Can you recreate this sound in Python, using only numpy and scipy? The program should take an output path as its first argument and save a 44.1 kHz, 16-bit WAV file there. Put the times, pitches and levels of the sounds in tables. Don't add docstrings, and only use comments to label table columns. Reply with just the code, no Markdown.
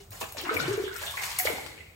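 import sys
import numpy as np
from scipy import signal
from scipy.fft import rfft, irfft
from scipy.io import wavfile
from scipy.ndimage import uniform_filter1d

SR = 44100
rng = np.random.default_rng(int(sys.argv[2]) if len(sys.argv) > 2 else 0)


def wav_out(sig):
    wavfile.write(sys.argv[1], SR, np.round(np.clip(np.atleast_2d(sig).T, -1, 1) * 32767).astype(np.int16))


N = 85995
TIME = np.arange(N) / SR

# [f/Hz, level/dB]
FLOOR_SPECTRUM = [(15, -49), (30, -32), (43, -4.5), (55, -13), (78, -2), (115, -11), (165, -13),
                  (220, -23.5), (500, -22.5), (2000, -33.5), (5000, -45), (8000, -37), (11000, -44.5),
                  (16000, -33)]
# [f/Hz, likeness from -1 to 1]
FLOOR_LIKENESS = [(30, .99), (110, 0.99), (300, 1), (1000, 0.067), (16000, 0.45)]
FLOOR_DB = -52.5

# [t/s, f/Hz at the start, peak level/dB before the scene's trim,
# time to fall 60 dB/s, lean/dB (plus is left)]
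BIG_BUBBLES = [(0.0, 400, -45, 0.21, 2), (.347, 613, -36.5, 0.015, 0), (.36, 569, -39, 0.018, -11),
               (0.433, 352, -35.5, 0.082, 8.5), (0.465, 315, -32.5, 0.03, 4), (0.485, 323, -29, 0.029, 0),
               (.491, 1260, -19, 0.028, 1), (0.491, 1490, -23, 0.035, -9), (0.508, 444.2, -24, .1, 3),
               (.553, 462, -36, 0.21, -2), (.566, 2253, -19.5, 0.016, 9.5), (.6, 1443, -22.5, 0.03, 8.5),
               (.642, 1290, -31, 0.016, -6), (0.677, 350, -22.5, 0.073, 1),
               (.691, 377.2, -26.5, 0.098, 2.5), (.707, 409, -24.5, 0.099, 6.5), (.733, 383, -27, 0.11, -6),
               (.775, 421.4, -20, 0.056, 3.5), (.795, 383, -22, 0.068, -1), (0.836, 408, -25, 0.042, -3),
               (.865, 386, -29.5, 0.12, 0), (.882, 410, -54.5, .07, 0), (0.878, 1566, -29.5, 0.013, -10),
               (0.912, 1458, -32.5, 0.036, -4), (.93, 411, -44.5, 0.062, -13), (.952, 410, -50, .06, 0),
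               (0.956, 1387, -33.5, 0.023, 11), (1.034, 1660, -28, 0.027, -5),
               (1.139, 1072, -31.5, 0.023, 5), (1.171, 2050, -27, 0.019, -2), (1.388, 2150, -26, 0.0087, 9),
               (1.398, 2010, -18, 0.0066, 0), (1.393, 735.4, -38, 0.36, -3), (1.451, 508, -20, 0.018, -2),
               (1.471, 2147, -13.5, 0.012, 0.5), (1.476, 2330, -34, 0.021, -4),
               (1.480, 640, -26, 0.013, -5), (1.497, 463, -31, 0.099, 6.5), (1.514, 460, -36.5, 0.086, 0),
               (1.582, 825, -29, 0.018, -1), (1.777, 2340, -43.5, 0.01, 13),
               (1.803, 2030, -49.5, 0.045, -24)]
BUBBLE_ATTACK_CYCLES = 2.26
PITCH_RISE = 0.033
LEFT_LEAD_S = 0.00026

# [t/s, swell/s, time to fall 20 dB/s, level/dB before the stroke's shape
# and the scene's trim, brightness/dB per octave]
SPRAY_STROKES = [(0.0, 0.001, .06, -48, -3), (.106, 0.018, 0.54, -49, 1), (0.201, 0.0058, 0.067, -38, 4),
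                 (0.369, 0.021, 0.17, -38.5, -5.5), (0.501, 0.042, .1, -39.5, -5),
                 (0.591, .11, 0.15, -42, -3), (0.781, 0.037, 0.36, -49.5, -1),
                 (.93, 0.12, 0.31, -41.5, -0.5), (1.121, 0.1, 0.034, -40.5, -0.5),
                 (1.22, 0.0092, 0.25, -35, -1), (1.385, 0.0013, 0.079, -28.5, 6),
                 (1.41, 0.043, 0.21, -38, -3.5)]
# [f/Hz, level/dB]
SPRAY_SPECTRUM = [(150, -21), (300, -5), (600, 0), (2000, 0), (4000, 1.5), (6000, 1.5), (7600, 4),
                  (9500, -1.5), (11000, -3.5), (12700, 0), (16000, -3)]
SPRAY_PER_S, SPRAY_SCATTER_DB = 1200, 5
DROPLET_LOW_HZ, DROPLET_HIGH_HZ, DROPLET_CYCLES = 1920, 16200, 3.6
MIST = 1
SPRAY_CLUMP_DB, SPRAY_CLUMP_S = 2.2, 0.007
SPRAY_WIDTH = 0.6

# [t/s, f/Hz, peak level/dB]
TUB_BOOMS = [(0.093, 96.5, -42), (0.212, 152, -51), (0.544, 92, -38.5), (0.601, 145, -37.5),
             (.645, 143, -32.5), (0.681, 113.6, -33.5), (0.732, 116.5, -41), (0.971, 87, -66),
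             (1.455, 97, -44)]
BOOM_ATTACK_S, BOOM_T60_S = 0.02, 0.15

# [t/s, level/dB before the cut, filter and fade in drop(), fade to 1/e/s,
# brightness/dB per octave, lean/dB (plus is left)]
SURFACE_DROPS = [(0.1066, -35, 0.0033, 9, 7), (0.2117, -26, 0.0074, -2.9, -1.5),
                 (0.3232, -29, 0.00081, 18, 26), (0.3699, -31.5, 0.0038, -5, 10),
                 (0.414, -18, 0.00088, 23, 3), (.5412, -24, 0.0011, 11, 6),
                 (0.5516, -17.5, 0.0014, -8.5, 4), (0.598, -31, 0.0017, -4, 1.5),
                 (.773, -30.5, 0.00073, 4, 4), (0.929, -44.5, 0.003, -4, -26), (0.941, -32, 0.0015, 7, 11),
                 (0.9628, -26, 0.0014, -1.5, 10.5), (0.974, -40, 0.0014, -4, -3),
                 (.982, -26, 0.0011, 12, 7), (1.0251, -30.5, 0.0019, -2, 8), (1.0457, -37, 0.002, 21, 13),
                 (1.0745, -24, 0.00066, -10, -2), (1.1223, -23, 0.00054, 5, 1), (1.178, -40, 0.00083, 5, 8),
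                 (1.1946, -37, 0.00083, 2, 6), (1.2226, -29, 0.0036, -4.5, 0),
                 (1.3885, -25.5, 0.0027, -3, 8), (1.664, -27, 0.00049, -9, 22.5),
                 (1.825, -41, 0.0027, -12.5, -6), (1.879, -75, 0.00074, 47, -6)]
DROP_LOW_HZ = 700

# [t/s, swell/s, time to fall 20 dB/s, level/dB before the stroke's shape
# and the scene's trim, centre f/Hz, spread/octaves]
BUBBLE_SWARMS = [(.11, 0.011, 0.16, -47, 1070, 0.97), (.21, .003, 0.054, -30.5, 820, 1.13),
                 (0.367, 0.019, 0.079, -40, 2770, 0.57), (.448, 0.0044, 0.29, -35, 1342, 0.6),
                 (.492, 0.0014, 0.11, -35, 1640, 0.6), (.49, 0.053, 0.34, -34.5, 377, 0.58),
                 (0.563, 0.0034, 0.076, -43, 11600, 0.039), (.58, .02, 0.091, -37, 3680, 0.61),
                 (.60, 0.052, 0.3, -37.5, 1467, 0.646), (0.839, 0.0062, 0.11, -43.5, 3210, 0.071),
                 (.86, 0.14, 0.22, -44.5, 1715, 0.35), (.94, 0.068, 0.14, -48, 3220, 0.2),
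                 (1.012, 0.0047, 0.22, -42.5, 755, 0.47), (1.062, 0.0027, 0.11, -37.5, 3300, 0.036),
                 (1.139, 0.092, 0.25, -41, 996, 0.18), (1.17, 0.0015, 0.12, -32.5, 2010, 0.14),
                 (1.219, 0.098, 0.38, -44.5, 2240, 0.49), (1.387, 0.0025, .11, -31, 12800, .08),
                 (1.447, 0.022, 0.092, -32, 982, 0.88), (1.45, 0.0094, 0.17, -43, 2560, 0.51),
                 (1.47, 0.03, 0.27, -37.5, 421, 0.483), (1.61, 0.038, 0.24, -54.5, 4070, 0.21),
                 (1.765, .02, 0.17, -52, 2270, 0.16)]
SWARM_PER_S, SWARM_CYCLES, SWARM_SCATTER_DB = 700, 4.6, 2

# [f/Hz, level/dB]
TUB_SPECTRUM = [(80, -33), (220, -37), (400, -17.5), (650, -2), (1200, -6), (4000, 4), (8000, -1.5),
                (15000, -0.5)]
TUB_T60_S = 0.098
# [f/Hz, time to fall 60 dB/s]
ROOM_RING = [(100, 0.53), (400, 0.67), (1000, 0.53), (2200, 1.0), (5000, 1), (8000, 0.97), (15000, .55)]
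# [f/Hz, level/dB]
ROOM_SPECTRUM = [(80, -14), (220, -13), (400, -7.5), (1000, -2.5), (2200, -2.5), (5000, -4), (8000, -4),
                 (15000, -6.5)]
# [f/Hz, likeness from -1 (opposite) to 1 (same)]
ROOM_LIKENESS = [(100, 1), (400, 0.23), (1000, 0.49), (2200, -0.12), (4000, -0.35), (8000, 1), (14000, 1)]
ROOM_DELAY_S = 0.024
ECHO_BLEND_PER_S = 13
EDGE_HZ = 15900


def amp(db):
    return 10 ** (np.asarray(db) / 20)


def unit(x):
    return x / np.sqrt(np.mean(x ** 2) + 1e-20)


def read(points, hz):
    f, value = np.transpose(points)
    return np.interp(np.log(hz + 1), np.log(f + 1), value)


def colour(x, points, tilt_db=0):
    length = x.shape[-1]
    hz = np.fft.rfftfreq(length, 1 / SR)
    level_db = read(points, hz) + tilt_db * np.log2((hz + 100) / 7000)
    return irfft(rfft(x) * amp(level_db), length)


def two_sides(left, other, points, length):
    same = np.clip(read(points, np.fft.rfftfreq(length, 1 / SR)), -1, 1)
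    right = same * left + np.sqrt(1 - same ** 2) * other
    return irfft(np.array([left, right]), length)


def placed(x, pan_db):
    return x * amp([[pan_db / 2], [-pan_db / 2]])


def add(mix, s, sound):
    part = mix[:, max(round(s * SR), 0):][:, :sound.shape[-1]]
    part += sound[..., :part.shape[1]]


def surge(swell, fade):
    t = np.arange(0, swell + 3 * fade, 1 / SR)
    return np.minimum(t / swell, 1) * 0.1 ** (np.maximum(t - swell, 0) / fade)


def ring(hz, t60, attack, rise):
    t = np.arange(0, t60 + attack, 1 / SR)
    soft_start = (1 - np.exp(-2.5 * t / attack)) ** 4
    shape = soft_start * np.exp(-np.log(1000) * t / t60)
    turns = hz * (t + rise * t ** 2 / (2 * t60))
    return shape / shape.max() * np.sin(2 * np.pi * turns)


def floor():
    left, other = rfft(rng.standard_normal((2, N)))
    noise = two_sides(left, other, FLOOR_LIKENESS, N)
    return amp(FLOOR_DB) * unit(colour(noise, FLOOR_SPECTRUM))


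def bubbles():
    out = np.zeros((2, N))
    for s, hz, db, t60, pan_db in BIG_BUBBLES:
        plop = amp(db) * ring(hz, t60, BUBBLE_ATTACK_CYCLES / hz, PITCH_RISE)
        t = TIME[:len(plop)]
        late_right = np.interp(t - LEFT_LEAD_S, t, plop)
        add(out, s, placed(np.array([plop, late_right]), pan_db))
    return out


def droplets(length, count=40):
    out = np.zeros(length)
    for hz in np.geomspace(DROPLET_LOW_HZ, DROPLET_HIGH_HZ, count):
        hit, size, sign = rng.random((3, length))
        strength = amp(-SPRAY_SCATTER_DB * np.log(size + 0.0072))
        train = (hit < SPRAY_PER_S / count / SR) * strength * np.sign(sign - 0.5)
        ping = hz * ring(hz, np.pi * DROPLET_CYCLES / hz, 1 / hz, PITCH_RISE)
        out += np.convolve(train, ping)[:length]
    return unit(out)


def splash(swell, fade, db, tilt_db, pan_db=0.5):
    length = SR // 2
    shape = surge(swell, fade)[:length]
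    pings = np.array([droplets(length), droplets(length)])
    spray = pings + MIST * rng.standard_normal((2, length))
    slow_noise = uniform_filter1d(rng.standard_normal(length), round(SPRAY_CLUMP_S * SR))
    clumps = amp(SPRAY_CLUMP_DB * unit(slow_noise))
    mid, side = (clumps * colour(spray, SPRAY_SPECTRUM, tilt_db))[:, :len(shape)]
    stereo = np.array([mid + SPRAY_WIDTH * side, mid - SPRAY_WIDTH * side])
    return placed(amp(db) * shape * unit(stereo), pan_db)


def boom(hz, db):
    return amp(db) * ring(hz, BOOM_T60_S, BOOM_ATTACK_S, 0)


def drop(db, fade, tilt_db, pan_db, tick_db=-6):
    tick = unit(colour(rng.standard_normal(2048), SPRAY_SPECTRUM, tilt_db))
    tick = tick * np.exp(-TIME[:len(tick)] / fade)
    no_bass = signal.butter(3, DROP_LOW_HZ, "high", fs=SR, output="sos")
    return placed(amp(db + tick_db) * signal.sosfilt(no_bass, tick), pan_db)


def swarm(swell, fade, db, centre_hz, octaves, width=1.63, rise=0.13, attack_cycles=1.27, count=900):
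    shape = surge(swell, fade)
    out = np.zeros((2, len(shape)))
    draws = rng.random((count, 5))[:int(SWARM_PER_S * len(shape) / SR)]
    for k, (when, size, strength, side, sign) in enumerate(draws):
        shift = octaves * np.log((size + 0.01) / (1.01 - size)) / 2
        hz = min(centre_hz * 2 ** shift, SR / 3)
        pop = ring(hz, np.pi * SWARM_CYCLES / hz, attack_cycles / hz, rise)
        pop = pop * np.sqrt(hz) * amp(-SWARM_SCATTER_DB * np.log(strength + 0.038))
        angle = np.pi / 4 + width * (2 * side - 1)
        stereo = np.outer([np.cos(angle), np.sin(angle)], pop)
        add(out, (k + when) / SWARM_PER_S, np.sign(sign - 0.5) * stereo)
    return amp(db) * unit(out) * shape


def echoes():
    t = TIME[:SR]
    hits = rng.standard_normal((2, SR)) * (rng.random((2, SR)) < 2500 / SR)
    early = hits * amp(-60 * t / TUB_T60_S) * (t > 0.001)
    early = early / np.linalg.norm(early, axis=1, keepdims=True)
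    early = colour(early, TUB_SPECTRUM) * (t < 0.5)
    hz, frame_s, bands = signal.stft(rng.standard_normal((2, SR)), SR, nperseg=256)
    t60 = read(ROOM_RING, hz)[:, None]
    fading = np.exp(-np.log(1000) * frame_s / t60)
    even_energy = np.sqrt(2 * np.log(1000) / (t60 * SR))
    bands = bands * fading * even_energy * amp(read(ROOM_SPECTRUM, hz))[:, None]
    late = signal.istft(bands, SR, nperseg=256)[1][:, :SR]
    return early + late * np.minimum(t / ROOM_DELAY_S, 1)


def bathroom(x, count=3):
    wet = 0
    for k in range(count):
        share = np.sqrt(2 / count) * np.cos(np.pi * (ECHO_BLEND_PER_S * TIME + k / count))
        wet = wet + signal.fftconvolve(x * share, echoes(), axes=1)[:, :N]
    left, other = rfft(wet, 2 * N)
    return x + two_sides(left, other, ROOM_LIKENESS, 2 * N)[:, :N]


def scene(bubbles_db=-1, swarms_db=-1, spray_db=-1):
    room = floor()
    water = amp(bubbles_db) * bubbles()
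    for s, *row in SPRAY_STROKES:
        add(water, s, amp(spray_db) * splash(*row))
    for s, *row in TUB_BOOMS:
        add(water, s, boom(*row))
    for s, *row in SURFACE_DROPS:
        add(water, s, drop(*row))
    for s, *row in BUBBLE_SWARMS:
        add(water, s, amp(swarms_db) * swarm(*row))
    return bathroom(water) + room


def record(dry):
    low_pass = signal.firwin(511, EDGE_HZ, window=("kaiser", 9), fs=SR)
    return signal.oaconvolve(dry, low_pass[None], "same")


dry = scene()
out = record(dry)
wav_out(out)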